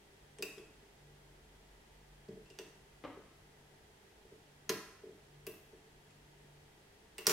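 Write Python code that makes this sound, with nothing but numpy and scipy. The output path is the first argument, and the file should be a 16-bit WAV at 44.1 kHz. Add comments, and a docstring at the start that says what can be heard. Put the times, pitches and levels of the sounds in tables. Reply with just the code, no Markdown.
"""A padlock is picked in a bench vice, close up and in stereo, over a small workshop's faint hum and hiss.
From 0.4 s the pick slips off the pins in scattered clicks: each snaps, rings the thin steel and thumps
the bench, while soft pushes only thud. At 3 s something knocks once further off. A hard slip lands at
4.7 s, lighter ones follow, and near 7.3 s the lock gives way with a loud rattling snap."""
import sys
import numpy as np
from scipy import signal
from scipy.fft import rfft, irfft
from scipy.io import wavfile

SR = 44100
rng = np.random.default_rng(int(sys.argv[2]) if len(sys.argv) > 2 else 0)


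def master_out(mix):
    """Clip the mix to full scale and print it as 16-bit PCM to the path in sys.argv[1]."""
    frames = np.transpose(np.atleast_2d(mix))
    ceiling = np.clip(frames, -1, 1)
    pcm = np.round(ceiling * 32767).astype(np.int16)
    wavfile.write(sys.argv[1], SR, pcm)


N = 322812
HIT_TIME = np.arange(SR // 2) / SR
FILTER_HZ = np.fft.rfftfreq(4096, 1 / SR)

# Cue list, one slip of the pick a row; clack, top and rattle are relative to the snap:
# (time [s], snap [dB], contact decay [s], clack near 1 kHz [dB], top near 13 kHz [dB], bite pitch [Hz],
#  rattle [dB], steel ring [dB], steel pitch [ratio], bench thump [dB])
SLIPS = [ (0.3860, -25.5, 0.0015, -2.5, -20, 8420, -7, -30, 1, -4),
         (0.4241, -7.5, 0.0034, -10, -2.5, 4750, -17, 6.5, 0.97, 2.5),
         (0.5810, -30, .003, 0.5, -12, 5170, -10, -21, 1.25, -23),
         (2.2862, -37, 0.002, 3, -19, 4500, -11, -40, 1.1, -35),
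         (2.4590, -45, .002, 2, -16, 4800, -8, -23, .98, -28),
         (2.5010, -28.5, 0.0025, -11, -15, 4920, -7, -16, 1.02, -13.5),
         (2.5880, -16.5, 0.0014, -4, -7, 4800, -8.5, -8, 1.025, 0),
         (4.6927, -3, 0.0045, 2.5, -2.5, 6250, -15, -21, 1.04, 12),
         (5.4670, -18, .0027, -4, 6.5, 4890, -9, -5.5, .99, 2.5),
         (6.1066, -40, .0025, 0, -13, 7550, 0, -27, .96, -29),
         (7.182, -17.5, .0055, 1.5, 1, 8240, -3.5, -1.5, 1.02, -3),
         (7.2580, -25, .0016, 6, -40, 5570, -16, -9, 0.96, -2),
         (7.2680, 4, 0.00083, -30, -4, 5560, -2.5, -15, 0.52, 1),
         (7.2695, 0.5, 0.0016, -2, 2, 8100, 2, -12, 0.61, 13.5),
         (7.296, -3, 0.00093, 0, -4, 7200, 3, -12, 1, 8.5), ]
# Bright, hard EQ of the snap: (frequency [Hz], gain [dB])
SNAP_EQ = [(40, -43), (200, -11), (750, -5), (1100, 1.5), (2000, -3), (3300, -2), (4100, -4), (5000, -2.5),
           (6700, -3.5), (7700, -10.5), (8600, -5.5), (10500, -9), (12700, -5.5), (14000, -11), (15300, -7),
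           (16000, -12)]
# Metallic ring of lock body and vice jaws: (frequency [Hz], level [dB], t60 [s])
LOCK_MODES = [(768, 2, 0.12), (992, 6.5, 0.14), (1017, 4, 0.054), (1296, 1, 0.32), (1633, 6, 0.44),
              (1769, 8, 0.26), (1968, 9.5, 0.2), (2255, 2.5, 0.14), (2434, -0.5, 0.14)]
# Short ping of pick and tension wrench, damped by the fingers: (base frequency [Hz], level [dB], t60 [s])
STEEL_MODES = [(2616, -3, 0.016), (2740, 1, 0.033), (2855, -5.5, 0.021), (3500, -26, 0.066),
               (4517, -16, 0.028), (5440, -20, 0.023), (7350, -14, 0.0295), (8070, -10.5, 0.043)]

def pin_slips(steel_lag_s=0.001561, bench_lag_s=0.0018):
    """A pin slips: a hard snap, a rattle of loose parts, then lock body, steel and bench ring on."""
    out = np.zeros((2, N))
    for s, snap_db, contact_s, clack_db, top_db, _, rattle_db, steel_db, pitch, thump_db in SLIPS:
        contact = burst(decay_s=contact_s, width=0.36, grain_db=4.5)
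        rattle = amp(rattle_db) * burst(decay_s=0.085, width=1.8, grain_db=3.5)
        hardness_db = curve([(1700, clack_db), (4500, 0), (8000, 0), (13000, top_db)], FILTER_HZ)
        snap = equalise(contact + rattle, curve(SNAP_EQ, FILTER_HZ) + hardness_db)
        add(out, s, amp(snap_db) * snap)
        add(out, s, amp(snap_db + clack_db) * ring(LOCK_MODES))
        # the pick's free length, and so its pitch, changes with its depth in the keyway
        steel = ring([(hz * pitch, db, t60) for hz, db, t60 in STEEL_MODES])
        add(out, s + steel_lag_s, amp(steel_db) * steel)
        # harder thumps reach further down into the bench
        thump = bench(deep_db=-5 + 0.28 * thump_db, top_db=0, sustain=0.98)
        add(out, s + bench_lag_s, amp(thump_db) * thump)
    return out


def pin_bites(above_snap_db=5.5, t60_s=0.0069, detune=0.034):
    """Each pin has a brief pair of resonances that the keyway beams straight at the listener."""
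    out = np.zeros((2, N))
    for s, snap_db, _, _, _, hz, *_ in SLIPS:
        bite = ring([(hz * (1 - detune), 0, t60_s), (hz * (1 + detune), 0, t60_s)])
        add(out, s, amp(snap_db + above_snap_db) * bite)
    return out


# Woody low end of the vice on its bench: (frequency [Hz], base level [dB], base t60 [s])
BENCH_MODES = [(105, -8, 0.077), (146.5, 0, 0.29), (198.7, -0.5, 0.168), (292, 0, 0.11), (336, -4, 0.11),
               (388.5, 5.5, 0.097), (446.8, 2.5, 0.13), (609, -6.5, 0.057), (676, -11, 0.11)]

def bench(deep_db, top_db, sustain, attack_cycles=0.91):
    """A low thump whose deepest tones swell in last."""
    out = np.zeros(len(HIT_TIME))
    for k, (hz, db, t60) in enumerate(BENCH_MODES):
        tilt_db = curve([(170, deep_db), (320, 0), (430, 0), (600, top_db)], hz)
        mode = sustain * ring([(hz, db + tilt_db, t60 * sustain)])
        attack = 1 - np.exp(-HIT_TIME * hz / attack_cycles)
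        out += (-1) ** k * mode * attack
    return out


# Dull thuds with no snap on top: (time [s], level [dB], deep-mode gain [dB])
PUSHES = [ (0.392, -9, -8), (0.402, 2.5, -16), (0.573, -3, -10), (0.592, -3.5, -5), (2.285, 1.5, 9.5),
          (2.308, -9, 5), (2.328, -15.5, 15.5), (2.369, -3.5, -16), (3.168, -3.5, -1), (4.246, -12, -4),
          (4.317, -6, -3), (5.034, -1.5, -13), (5.066, -4.5, -2), (5.087, -4, -6), (5.728, -7, 2), ]

def soft_pushes():
    """The pushing hand shakes the bench, softens its upper modes and shortens its ring."""
    out = np.zeros((2, N))
    for s, db, deep_db in PUSHES:
        add(out, s, amp(db) * bench(deep_db, top_db=-2, sustain=0.78))
    return out


# Two blows that fuse into one knock, off to the left: (time [s], level [dB], left over right [dB])
KNOCK_BLOWS = [(3.0387, -6, 5.5), (3.0470, -4, -1)]
# Dark, boxy EQ of the knock: (frequency [Hz], gain [dB])
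KNOCK_EQ = [(80, -9), (200, -10.5), (305, 5), (420, -1.5), (600, 0.5), (1150, -6.5), (1650, -13),
            (2300, -12.5), (3500, -22.5), (6000, -35), (15000, -57.5)]

def far_knock():
    """A soft, woody double blow with no ring of its own."""
    out = np.zeros((2, N))
    for s, db, pan_db in KNOCK_BLOWS:
        contact = burst(decay_s=0.0092, width=0.095, grain_db=-1.0)
        blow = equalise(contact, curve(KNOCK_EQ, FILTER_HZ))
        add(out, s, amp([[db + pan_db / 2], [db - pan_db / 2]]) * blow)
    return out


# Early reflections off bench, hands and nearby gear: (delay [s], gain [ratio])
REFLECTIONS = [(.0013, 0.21), (.0029, 0.46), (.0047, 0.14), (.0072, 0.35), (.0091, .2), (0.03, 0.15)]

def early_reflections(x):
    """Near surfaces scatter the treble back, a little earlier on one side than on the other."""
    treble = signal.sosfilt(signal.butter(2, 900, "high", fs=SR, output="sos"), x)
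    skews_s = 0.0001 * rng.uniform(-1.1, 1, len(REFLECTIONS))
    out = np.zeros((2, N))
    for (delay, gain), skew in zip(REFLECTIONS, skews_s):
        add(out, delay + skew, gain * treble * [[1], [0]])
        add(out, delay - skew, gain * treble * [[0], [1]])
    return out


# Reverb image, centred in the lows and wide on top: (frequency [Hz], left-right correlation [0-1])
REVERB_IMAGE = [(60, 0.99), (400, 0.95), (700, 0.95), (1400, 0.98), (3100, 0.54), (6000, 0), (15000, 0)]
# Short decay of the workshop: (frequency [Hz], t60 [s])
REVERB_DECAY = [(200, .5), (530, 0.45), (1400, 0.78), (3700, 0.58), (9700, 0.69), (15000, 0.24)]
# Tone of the tail: (frequency [Hz], gain [dB])
REVERB_EQ = [(150, 2.5), (400, 0.5), (800, 2), (1700, 2), (4000, -1), (9000, -2), (15000, 2.5)]

def workshop_reverb(x, build_s=0.0023):
    """Dense reflections build up quickly and die at their own speed in each band."""
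    noise = stereo_image(rng.standard_normal((2, SR)), REVERB_IMAGE)
    hz, t, bands = signal.stft(noise, SR, nperseg=256)
    rate = np.log(1000) / curve(REVERB_DECAY, hz)[:, None]
    decay = np.exp(-rate * t) * np.sqrt(2 * rate / SR)  # same energy for any t60
    bands *= amp(curve(REVERB_EQ, hz))[:, None] * decay
    tail = signal.istft(bands, SR, nperseg=256)[1][:, :SR]
    attack = 1 - np.exp(-(np.arange(SR) / SR / build_s) ** 2)
    return signal.fftconvolve(x, tail * attack, axes=1)[:, :N]


# Fader ride of the workshop's low drone: (time [s], level before trim [dB])
DRONE_FADER = [(0.0, -83), (0.34, -67), (0.92, -79.5), (1.06, -64.5), (1.84, -77), (2.12, -68), (3.18, -75),
               (3.64, -71), (4.22, -84), (4.48, -70), (4.74, -68), (4.94, -87), (5.38, -62.5),
               (5.58, -75.5), (6.58, -66.5), (6.96, -84.6), (7.29, -76)]
# Faint bed of hum: (frequency [Hz], level [dB], waver depth [ratio])
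HUM_TONES = [(47.4, -79, 0.28), (97.4, -81, .4), (197.4, -81.5, 0.31)]

def workshop_hum(drone_trim_db=1.0, rumble_peak_s=1.84, rumble_spread_s=0.97):
    """Faint low tones, with a drone that swells and fades and a deep rumble that rises once."""
    t = np.arange(N) / SR
    drone_db = drone_trim_db + np.interp(t, *np.transpose(DRONE_FADER))
    drone = amp(drone_db) * wavering_tone(hz=145.6, waver=0.12)
    swell = np.exp(-((t - rumble_peak_s) / rumble_spread_s) ** 2)
    rumble = amp(-80.5 + 14.5 * swell) * wavering_tone(hz=45, waver=0.27)
    hum = sum(amp(db) * wavering_tone(hz, waver) for hz, db, waver in HUM_TONES)
    return drone + rumble + hum


# Bass-heavy EQ of the room tone: (frequency [Hz], gain [dB])
HISS_EQ = [(12, -15), (20, -16), (48, -6.5), (70, -9.5), (110, -13.5), (190, -14.5), (290, -14.5),
           (400, -12.5), (520, -16.5), (920, -15.5), (1030, -22), (3000, -23), (4000, -26), (10000, -32),
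           (16000, -40)]
# Narrow resonances that colour it: (centre [Hz], width [Hz], boost [dB])
HISS_PEAKS = [(399, 34, 4.5), (439, 17.6, 6.5), (1650, 210, 3.5), (1960, 160, 5), (3260, 68, 4.5)]
# Its image, mono in the bass and wide above: (frequency [Hz], left-right correlation [0-1])
HISS_IMAGE = [(60, 1), (130, .97), (290, .8), (640, .3), (1400, 0), (15000, 0)]

def room_hiss(level_db=-63):
    """Even room noise, raised a little at a few resonances."""
    f = np.fft.rfftfreq(N, 1 / SR)
    peaks_db = sum(db / (1 + (2 * (f - hz) / width) ** 2) for hz, width, db in HISS_PEAKS)
    noise = stereo_image(rng.standard_normal((2, N)), HISS_IMAGE)
    hiss = irfft(rfft(noise) * amp(curve(HISS_EQ, f) + peaks_db), N)
    return amp(level_db) * unit_rms(hiss)


def burst(decay_s, width, grain_db):
    """A dying cluster of tiny contacts of energy 1; width sets how much left and right differ."""
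    centre, left, right, sizes = rng.standard_normal((4, len(HIT_TIME)))
    grains = amp(grain_db * np.repeat(sizes, 32)[:len(HIT_TIME)])
    noise = centre + width * np.array([left, right])
    return unit_rms(noise * grains * np.exp(-HIT_TIME / decay_s)) / np.sqrt(len(HIT_TIME))


def ring(modes):
    """Dying modes, levelled by resonance peak; neighbours swing in opposite senses, swell and beat."""
    out = np.zeros(len(HIT_TIME))
    for k, (hz, db, t60) in enumerate(modes):
        rate = np.log(1000) / t60
        envelope = amp(db) * 2 * rate / SR * np.exp(-rate * HIT_TIME)
        out += (-1) ** k * envelope * np.sin(2 * np.pi * hz * HIT_TIME)
    return out


def wavering_tone(hz, waver):
    """A tone of rms 1 whose level and phase wander."""
    t = np.arange(N) / SR
    knots = np.linspace(0, t[-1], 36)
    swell, drift = (np.interp(t, knots, v) for v in rng.standard_normal((2, len(knots))))
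    return unit_rms((1 + waver * swell) * np.sin(2 * np.pi * hz * t + 2 * waver * drift))


def equalise(x, gain_db):
    """Minimum-phase EQ over FILTER_HZ, so nothing sounds ahead of the attack."""
    log_gain = np.log(amp(np.maximum(gain_db, -100)))
    mirrored = np.concatenate([log_gain, log_gain[-2:0:-1]])
    response = np.exp(np.conj(signal.hilbert(mirrored)))
    taps = irfft(response[:len(FILTER_HZ)])
    return signal.fftconvolve(x, taps[None], axes=1)[:, :x.shape[1]]


def stereo_image(x, correlation):
    """Blends two unrelated channels to a left-right correlation that varies with frequency."""
    left, other = rfft(x)
    alike = curve(correlation, np.fft.rfftfreq(x.shape[1], 1 / SR))
    right = alike * left + np.sqrt(1 - alike ** 2) * other
    return irfft(np.array([left, right]), x.shape[1])


def curve(points, hz):
    """Reads (frequency, value) breakpoints on a log-frequency axis."""
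    f, value = np.transpose(points)
    return np.interp(np.log(hz + 1), np.log(f + 1), value)


def amp(db):
    """Decibels to gain."""
    return 10 ** (np.asarray(db) / 20)


def unit_rms(x):
    """Scales to rms 1."""
    return x / np.sqrt(np.mean(x ** 2) + 1e-20)


def add(mix, s, sound):
    """Mixes a sound in at s seconds."""
    part = mix[:, max(round(s * SR), 0):][:, :sound.shape[-1]]
    part += sound[..., :part.shape[1]]


def scene():
    """The mix: the lock up front, its bites driest, the knock further off and wetter."""
    lock = pin_slips() + soft_pushes()
    bites = pin_bites()
    knock = far_knock()
    reflections = early_reflections(lock + 0.6 * bites)
    reverb = workshop_reverb(lock + amp(-8.5) * bites + amp(2.0) * knock)
    return lock + bites + knock + reflections + reverb + room_hiss() + workshop_hum()


def record(dry):
    """A steep high cut at 16 kHz on the whole mix."""
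    high_cut = signal.firwin(255, 16000, window=("kaiser", 9), fs=SR)
    return signal.oaconvolve(dry, high_cut[None], "same", axes=1)


dry = scene()
out = record(dry)
master_out(out)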